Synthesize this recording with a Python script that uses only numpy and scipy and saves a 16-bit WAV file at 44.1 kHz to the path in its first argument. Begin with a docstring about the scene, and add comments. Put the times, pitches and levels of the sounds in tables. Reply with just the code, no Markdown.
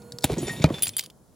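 """A steel anchor bolt snaps as it is pulled out of a rock slab, outdoors and close by.
It ticks under the load while the pulling rig hums, then fractures with a crack that kicks the slab.
The slack rigging thuds and drags over the rock, its shackle clinks and slams down, and the broken bolt
bounces to rest. Struck steel and rock ring as sums of damped modes; brittle fracture is decaying noise.
Two microphones pick this up with faint reflections from the rocks, over quiet outdoor air."""
import sys
import numpy as np
from scipy import signal
from scipy.fft import rfft, irfft, next_fast_len
from scipy.io import wavfile
from scipy.ndimage import uniform_filter1d

SR = 44100
rng = np.random.default_rng(int(sys.argv[2]) if len(sys.argv) > 2 else 0)


def materialize(psi):
    """Save the field psi as 16-bit PCM at rate SR to the path in sys.argv[1].

    A 1-D psi becomes a single channel; in a 2-D psi each row is a channel.
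    """
    bounded = np.clip(np.atleast_2d(psi).T, -1, 1)
    quanta = np.round(bounded * 32767).astype(np.int16)
    wavfile.write(sys.argv[1], SR, quanta)


N = 59535
TIME = np.arange(N) / SR
FFT_SIZE = next_fast_len(2 * N, True)
BIN_HZ = np.maximum(np.arange(FFT_SIZE // 2 + 1) * SR / FFT_SIZE, 1)
OPPOSITE = np.array([[1], [-1]])  # signs for left and right

# Rumble of the loaded rig and the dragged rigging. Each row: frequency in Hz, relative level in dB.
RUMBLE_SPECTRUM = [(25, -23), (55, -12.5), (130, 3.5), (300, -3.5), (480, -6), (750, -12), (1200, -19.5),
                   (3000, -44)]


def bolt_fracture():
    """Release of elastic energy: the bolt gives in small ticks, then cracks and recoils."""
    # Each row: start in seconds, level in dB, 60 dB decay time (T60) in seconds.
    ticks = [(.0195, -51, .04), (.1215, -31, .012), (.1245, -44, .03), (.1855, -28.5, .018),
             (.208, -44, .03), (.2228, -39.5, .06), (.2363, -27, .014)]
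    cracks = [(.2416, -8.5, 0.013), (.2438, -9, 0.014), (.2458, -21.5, 0.01), (.2523, -20.5, 0.019)]
    # Each row: frequency in Hz, relative level in dB.
    tick_spectrum = [(300, -21), (1500, -7.5), (3000, -16.5), (3700, 2), (5200, 5), (6300, -5), (7500, 0.5),
                     (11000, -6), (15000, -14)]
    crack_spectrum = [(100, -11.5), (350, -0.5), (850, 11), (1150, -5), (1450, 0.5), (2000, -4.5),
                      (3200, 2), (4500, -4), (5900, -9), (7500, 2), (10500, -2), (14000, -4.5),
                      (16000, -9.5)]
    return brittle_bursts(ticks, tick_spectrum) + brittle_bursts(cracks, crack_spectrum)


def slab_kick():
    """Impulse excitation: the released load sets the slab's modes ringing."""
    # Each row: start in seconds, level in dB, contact time in seconds.
    kicks = [(.2416, -12, 0.00031), (.2432, -3.5, 0.0014)]
    # Each row: frequency in Hz, gain in dB, T60 in seconds.
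    slab_modes = [(70, -18.5, 0.068), (135, -8, 0.036), (275, -4, 0.035), (640, -2, .016),
                  (890, 1.5, 0.0098), (1450, -8.5, .018), (2923, 7.5, 0.0056), (3700, 7.5, 0.029)]
    return heavy_blows(kicks, slab_modes)


def bouncing_bolt():
    """Free vibration after impact: each bounce rings the broken bolt and chips the rock."""
    # Each row: start in seconds, ring level in dB, most excited frequency in Hz, factor on modal T60,
    # chip level in dB, chip T60 in seconds.
    bounces = [(.6515, -38.5, 3880, 0.44, -45.5, 0.018), (0.742, -36.5, 3580, 1.3, -46, 0.036),
               (0.793, -60, 9000, 0.66, -33, 0.011), (.8225, -22, 12700, 1.1, -19, 0.019),
               (0.8326, -16.5, 10600, 0.36, -22.5, 0.023), (.833, -20, 3480, 0.17, -35, .02),
               (0.835, -14.5, 14000, 0.29, -31.5, .025), (0.8414, -40, 4870, 1.1, -33.5, .06),
               (.8565, -40, 13000, 0.82, -28, .025), (0.8701, -45.5, 8200, .7, -25, 0.023),
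               (.875, -27, 4900, 0.43, -34.5, 0.036), (0.8801, -30.5, 9030, 0.45, -36.5, 0.065),
               (0.8915, -50, 5000, 0.89, -25, .022), (.935, -43.5, 2860, 1.5, -50, .05),
               (0.967, -16, 9500, 0.26, -30, .016), (0.9823, -25, 13500, 0.57, -26, .018),
               (.9875, -44, 3000, 0.51, -27, .04), (.994, -27.5, 15000, 0.51, -15, 0.015),
               (1.0081, -45, 13500, .5, -31.5, .03), (1.026, -36, 3440, 0.23, -43, .025),
               (1.0373, -49.5, 9900, 0.76, -34.5, .03), (1.046, -52, 5000, 0.18, -45, .012),
               (1.056, -70, 13000, .3, -42, .01), (1.061, -48, 9800, 0.25, -35.5, 0.015),
               (1.1009, -35, 3700, 0.082, -43.5, 0.025)]
    # Each row: frequency in Hz, gain in dB, T60 in seconds.
    bolt_modes = [(2510, -7.5, .08), (3120, -7, 0.29), (3340, -11, 0.087), (3494, -5, .2), (3517, -6, 0.11),
                  (4680, -5.5, 0.25), (4680, -8, 0.31), (5125, -16, 0.14), (5850, -18, 0.11),
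                  (7440, 2.5, .05), (8202, -10, .4), (9720, -17, .12), (9737, -2.5, 0.18),
                  (9630, -2.5, 0.08), (9800, -12.5, 0.0503), (10220, -1.5, 0.0511), (10400, -8.5, 0.045),
                  (10860, -9, 0.061), (11600, -13.5, .1), (13480, -3, .07), (13630, -6.5, 0.13),
                  (13100, -18.5, 0.14), (14000, -12.5, 0.057), (15060, -12.5, 0.116)]
    # Each row: frequency in Hz, relative level in dB.
    chip_spectrum = [(70, -33.5), (400, -17.5), (900, -13), (1600, -5.5), (2400, 3), (4000, 5.5),
                     (5700, 3.5), (7200, 2.5), (10000, 1), (13000, -1), (15200, -2)]
    strikes = [row[:4] for row in bounces]
    chips = [(start, db, t60) for start, *_, db, t60 in bounces]
    return struck_steel(strikes, bolt_modes) + brittle_bursts(chips, chip_spectrum)


def shackle_ring():
    """Resonance: sliding friction drives the shackle's modes to a shimmer; impacts make them clink."""
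    # Each row: frequency in Hz, gain in dB, T60 in seconds.
    modes = [(1865, 2.5, 0.42), (2306, -6, .2), (2640, -5.5, .4), (3127, -2.5, .4), (3580, 4, .2),
             (3740, -1.5, 0.17), (4120, -16, .15), (4646, -10.5, 0.6), (5475, -5, .2), (5884, -6, 0.22),
             (6720, -8, 0.22), (7030, -4, .12), (7100, 0.5, .1), (7880, -4.5, 0.16), (8700, -14, 0.23),
             (9690, -11, .2), (9760, -4, 0.56), (12860, -7, .25), (13787, -4.5, .3), (14350, -11.5, .2)]
    # Each row: time in seconds, friction level in dB.
    slide = [(.24, -90), (.27, -59), (.32, -57), (.37, -58), (.42, -46.5), (.5, -45.5), (.55, -47.5),
             (.62, -50), (.68, -56.5), (.78, -50.5), (.85, -77), (1, -100)]
    # Each row: start in seconds, level in dB, most excited frequency in Hz, factor on modal T60.
    clinks = [(.382, -31, 6700, 0.55), (.398, -49.5, 13500, 0.9), (.416, -42.5, 9700, .8),
              (.47, -35.5, 5400, 1), (.483, -36, 7450, 0.6), (.495, -34, 1890, 0.46),
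              (.517, -43, 10000, .9), (.565, -47, 4000, .7), (.617, -43, 3700, 0.69),
              (.623, -33.5, 6500, 0.35)]
    friction = amp(np.interp(TIME, *np.transpose(slide))) * rng.standard_normal(N)
    shimmer = 0
    for hz, db, free_t60 in modes:
        t60 = 0.66 * free_t60  # contact shortens the ring
        unit_power_gain = np.sqrt(4 * np.log(1000) / (t60 * SR))
        shimmer += amp(db) * unit_power_gain * damped_mode(friction, hz, t60)
    shimmer /= np.linalg.norm([amp(db) for _, db, _ in modes])
    return struck_steel(clinks, modes) + shimmer


def shackle_slam():
    """Inelastic impact: the heavy hardware crushes rock and slams down with a low, damped ring."""
    # Each row: start in seconds, level in dB, T60 in seconds.
    crunches = [(.297, -46, 0.019), (.32, -56, 0.032), (.331, -51, 0.048), (.339, -35, 0.032),
                (.374, -40, 0.012), (.47, -44, 0.14), (.48, -30, 0.029), (.492, -36.5, 0.11),
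                (.5995, -37, 0.013), (.62, -34.5, 0.11), (.641, -12.5, 0.013), (.647, -29, 0.055),
                (.659, -31.5, 0.028), (.69, -41.5, 0.033), (.702, -40.5, 0.021), (.741, -42, 0.12),
                (.783, -38.5, 0.059), (.8688, -25, 0.021)]
    # Each row: frequency in Hz, relative level in dB.
    crunch_spectrum = [(200, -10), (800, -2.5), (1600, 2.5), (2400, 6.5), (3000, -3.5), (4200, 1),
                       (5800, -8), (7000, -9.5), (10000, -12), (14000, -17), (16000, -27.5)]
    # Each row: start in seconds, level in dB, contact time in seconds.
    slams = [(.6412, -1, .0003), (.6465, -10.5, .0025), (.6525, -35, .003)]
    # Each row: frequency in Hz, gain in dB, T60 in seconds.
    slam_modes = [(73.7, -8.5, 0.11), (153, -2, 0.061), (284, -4, 0.033), (632, -8, 0.044),
                  (876, -13, 0.03), (1270, -16.5, 0.031), (1480, -32.5, .03), (2310, -26, .06),
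                  (2430, -15, .06), (4110, -2, .02)]
    return brittle_bursts(crunches, crunch_spectrum) + heavy_blows(slams, slam_modes)


def rigging_thuds():
    """Heavy damping: rope and slings land on rock, each a brief thump with a scuff around its pitch."""
    # Each row: start in seconds, level in dB, pitch in Hz, T60 in seconds.
    thuds = [(0.134, -33.5, 125, .08), (0.295, -45, 600, .04), (.2975, -20.5, 656, 0.023),
             (.3, -15, 384, .04), (0.305, -22.5, 62, .14), (0.3178, -28, 480, .035),
             (.322, -22.5, 170, .07), (.332, -21.5, 320, .05), (0.367, -26, 520, .04),
             (.372, -17.5, 165, .08), (0.383, -20, 350, .06), (0.407, -25.5, 260, .07),
             (0.422, -22.5, 150, .08), (.429, -21.5, 360, .05), (0.441, -29, 59.4, .1),
             (.470, -35.5, 600, .05), (.478, -20, 382, 0.029), (.481, -27, 750, .04),
             (0.501, -36, 190, .08), (.532, -35.5, 650, .04), (0.561, -29, 170, .08),
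             (.598, -25.5, 280, .05), (0.603, -18.5, 150, .07), (0.701, -28.5, 1100, .025),
             (0.7049, -15, 321, 0.039), (.712, -23.5, 145, .13), (0.87, -37, 105, .2),
             (1.037, -45, 1150, .025), (1.072, -48.5, 497, 0.026)]
    edge_ratio, scuff_db = 1.83, -12
    sound = np.zeros(N)
    for start, db, hz, t60 in thuds:
        low, high = hz / edge_ratio, hz * edge_ratio
        band = signal.butter(2, [low, high], "band", fs=SR, output="sos")
        envelope = decay(start, t60)
        scuff = signal.sosfilt(band, envelope * rng.standard_normal(N) + 1e-18)
        scuff *= np.sqrt(SR / 2 / (high - low))  # make up the power lost outside the band
        thump = signal.sosfilt(band, envelope * np.sin(2 * np.pi * hz * (TIME - start)) + 1e-18)
        sound += amp(db) * (thump + amp(scuff_db) * scuff)
    return sound


def rigging_drag():
    """Friction noise: the sliding rigging rumbles and scatters grit in randomly timed clicks."""
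    # Each row: time in seconds, rumble level in dB, grit level in dB.
    drag_levels = [(.2, -92, -100), (.235, -63.5, -65.5), (.25, -45, -38), (.285, -44, -49),
                   (.32, -27, -38.5), (.36, -43, -49.5), (.42, -38.5, -42.5), (.5, -38.5, -47),
                   (.55, -38, -46.5), (.61, -41, -51), (.68, -31.5, -57.5), (.76, -39.5, -44),
                   (.82, -43.5, -53.5), (.92, -54, -59), (1.05, -57, -58), (1.13, -58.5, -93),
                   (1.35, -71, -76.5)]
    # Each row: frequency in Hz, relative level in dB.
    grit_spectrum = [(300, -12), (1200, -6.5), (2200, 5), (3700, 6), (5500, -1.5), (7300, -2), (10000, 0.5),
                     (14000, -9), (16000, -17.5)]
    grains_per_s, spread_db, grain_share = 1000, 3.5, 0.58
    times, rumble_db, grit_db = np.transpose(drag_levels)
    hits = rng.random(N) < grains_per_s / SR
    strengths = amp(spread_db * np.minimum(rng.exponential(1, N), 4))
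    grains = unit_rms(hits * strengths * rng.choice([-1, 1], N))
    grit = np.sqrt(grain_share) * grains + np.sqrt(1 - grain_share) * rng.standard_normal(N)
    grit *= amp(np.interp(TIME, times, grit_db))
    rumble = amp(np.interp(TIME, times, rumble_db)) * rng.standard_normal(N)
    return colour(grit, grit_spectrum) + colour(rumble, RUMBLE_SPECTRUM)


def pulling_rig():
    """Forced vibration: the rig hums, hisses and rumbles under load, then dies away after the break."""
    # Each row: frequency in Hz, relative level in dB.
    partials = [(209, -57.5), (477.5, -50.5), (955, -67), (1432, -67), (4296, -68.5), (5259, -83),
                (6686, -71.5), (7165, -77.5), (7650, -71.5)]
    hiss_spectrum = [(1000, -12), (2200, 3), (3200, -1), (4300, -2), (5800, -8.5), (7300, -2.5), (10000, 7),
                     (15000, -3)]
    end_s, pitch_waver = 0.29, .003
    drift = uniform_filter1d(rng.standard_normal(N), size=900)
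    drift = unit_rms(uniform_filter1d(drift, size=900))
    clock = np.cumsum(1 + pitch_waver * drift) / SR
    hum = sum(np.sqrt(2) * amp(db) * np.sin(2 * np.pi * hz * clock) for hz, db in partials)
    hiss = amp(-61) * colour(rng.standard_normal(N), hiss_spectrum)
    rumble = amp(-50.5) * colour(rng.standard_normal(N), RUMBLE_SPECTRUM)
    envelope = (TIME < end_s) + decay(end_s, t60=0.17)
    return (hum + hiss + rumble) * envelope


def slab_reflections(x):
    """Early reflection: the rough slab sets the two channels apart above the bass."""
    echo = rng.standard_normal(N) * decay(0.00046, t60=.012)
    high_pass = signal.butter(1, 700, "high", fs=SR, output="sos")
    echo = signal.sosfilt(high_pass, echo / np.linalg.norm(echo))
    return amp(-24.5) * filtered(x, rfft(echo, FFT_SIZE)) * OPPOSITE


def rock_scatter(x):
    """Diffuse scattering: the rocks around return a faint tail, different on each side."""
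    tail = rng.standard_normal((2, N)) * decay(.004, t60=.25)
    tail /= np.sqrt(np.sum(tail ** 2) / 2)
    return amp(-33.5) * filtered(x, rfft(tail, FFT_SIZE))


def outdoor_air():
    """Partly coherent ambient noise: a low, quiet rush, mostly common to both channels."""
    # Each row: frequency in Hz, relative level in dB.
    air_spectrum = [(25, -10), (65, -3.5), (130, -3), (250, -7.5), (500, -12), (900, -15.5), (1400, -24.5),
                    (2500, -37.5), (5500, -28.5), (10500, -26.5), (15000, -34)]
    mid, side = colour(rng.standard_normal((2, N)), air_spectrum)
    return amp(-59.5) * (mid + amp(-5.5) * side * OPPOSITE)


def brittle_bursts(events, spectrum):
    """Incoherent addition: dense runs of tiny fractures merge into decaying noise; their powers add."""
    power = sum((amp(db) * decay(start, t60)) ** 2 for start, db, t60 in events)
    return colour(np.sqrt(power) * rng.standard_normal(N), spectrum)


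def heavy_blows(blows, modes):
    """Contact time limits bandwidth: the longer a half-sine push on a body, the duller it sounds."""
    force = np.zeros(N)
    for start, db, contact_s in blows:
        push = np.sin(np.pi * np.clip((TIME - start) / contact_s, 0, 1))
        force += amp(db) * push / push.sum()
    return sum((-1) ** k * amp(db) * damped_mode(force, hz, t60) for k, (hz, db, t60) in enumerate(modes))


def struck_steel(strikes, modes):
    """Modal superposition: each contact favours the modes near one frequency and sets their damping."""
    focus_octaves, off_focus_db, spread_db = 0.52, -21, 5
    mode_hz, mode_db, mode_t60 = np.transpose(modes)
    sound, click = np.zeros(N), signal.unit_impulse(N // 2)
    for start, db, focus_hz, t60_factor in strikes:
        off_focus = 1 - np.exp(-(np.log2(mode_hz / focus_hz) / focus_octaves) ** 2)
        levels = db + mode_db + off_focus_db * off_focus + spread_db * rng.standard_normal(len(modes))
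        gains = amp(levels) * rng.choice([-1, 1], len(modes))
        ring = sum(gain * damped_mode(click, hz, t60 * t60_factor)
                   for gain, hz, t60 in zip(gains, mode_hz, mode_t60))
        onset = int(start * SR)
        sound[onset:onset + len(ring)] += ring[:N - onset]
    return sound


def damped_mode(force, hz, t60):
    """Damped harmonic oscillator: a unit click leaves a sine that decays from height 1."""
    radius, step = amp(-60 / (t60 * SR)), 2 * np.pi * hz / SR
    return signal.lfilter([0, np.sin(step)], [1, -2 * radius * np.cos(step), radius ** 2], force + 1e-18)


def decay(start, t60):
    """Exponential decay: jumps to 1 at start, then falls 60 dB per t60 to a floor of -120 dB."""
    return (TIME >= start) * amp(-60 * np.clip((TIME - start) / t60, 0, 2))


def colour(x, spectrum):
    """Minimum-phase filter: causal, with the given spectrum; keeps the power of white noise."""
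    magnitude = unit_rms(amp(at_bins(spectrum)))
    cepstrum = irfft(np.log(magnitude), FFT_SIZE)
    cepstrum[1:FFT_SIZE // 2] *= 2
    cepstrum[FFT_SIZE // 2 + 1:] = 0
    return filtered(x, np.exp(rfft(cepstrum)))


def filtered(x, response):
    """Convolution as a product of spectra."""
    return irfft(rfft(x, FFT_SIZE) * response, FFT_SIZE)[..., :N]


def at_bins(points):
    """Interpolation over log frequency at every bin."""
    hz, value = np.transpose(points)
    return np.interp(np.log(BIN_HZ), np.log(hz), value)


def amp(db):
    """Decibels to amplitude ratio."""
    return 10 ** (np.asarray(db) / 20)


def unit_rms(x):
    """Normalisation to rms 1."""
    return x / np.sqrt(np.mean(x ** 2) + 1e-20)


def at_microphones(x, side, pan_db):
    """Direction cues: a source off to one side reaches two microphones unequal in phase and level."""
    # Each row: frequency in Hz, phase lead of the left in radians when side is 1.
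    phase_lead = [(60, .03), (250, .08), (550, 0.141), (1100, 0.71), (2000, .45), (4500, 0.39),
                  (9000, 1.21), (15000, 1.6)]
    # Each row: frequency in Hz, left minus right in dB before panning.
    balance = [(250, 0.2), (600, -0.5), (1000, -0.2), (2000, 0.5), (15000, 0)]
    log_ratio = 1j * side * at_bins(phase_lead) + np.log(amp(at_bins(balance) + pan_db))
    return filtered(x, np.exp(log_ratio * OPPOSITE / 2))


def scene():
    """Superposition: the direct sound of every source, its reflections and the outdoor air add up."""
    direct = (at_microphones(pulling_rig(), side=-.8, pan_db=-3.0)
              + at_microphones(bolt_fracture() + slab_kick(), side=0.98, pan_db=-0.1)
              + at_microphones(rigging_thuds() + rigging_drag(), side=1.0, pan_db=-0.8)
              + at_microphones(shackle_ring() + shackle_slam(), side=1.0, pan_db=-0.3)
              + at_microphones(bouncing_bolt(), side=-0.99, pan_db=-0.4))
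    mono = direct.mean(0)
    return direct + outdoor_air() + slab_reflections(mono) + rock_scatter(mono)


def record(dry):
    """Microphone response: two treble notches, no deep bass, softly saturated peaks and a cut top."""
    # Each row: centre in Hz, width in Hz, gain at the centre in dB.
    notches = [(8540, 480, -26), (11820, 880, -20.5)]
    low_cut_hz, stopband_hz, ceiling = 32, 16400, .9
    for hz, width, db in notches:
        notched = signal.lfilter(*signal.iirnotch(hz, hz / width, fs=SR), dry)
        dry = notched + amp(db) * (dry - notched)
    dry = signal.sosfilt(signal.butter(2, low_cut_hz, "high", fs=SR, output="sos"), dry)
    saturated = ceiling * np.tanh(dry / ceiling)
    return signal.sosfilt(signal.cheby2(18, 50, stopband_hz, fs=SR, output="sos"), saturated)


dry = scene()
out = record(dry)
materialize(out)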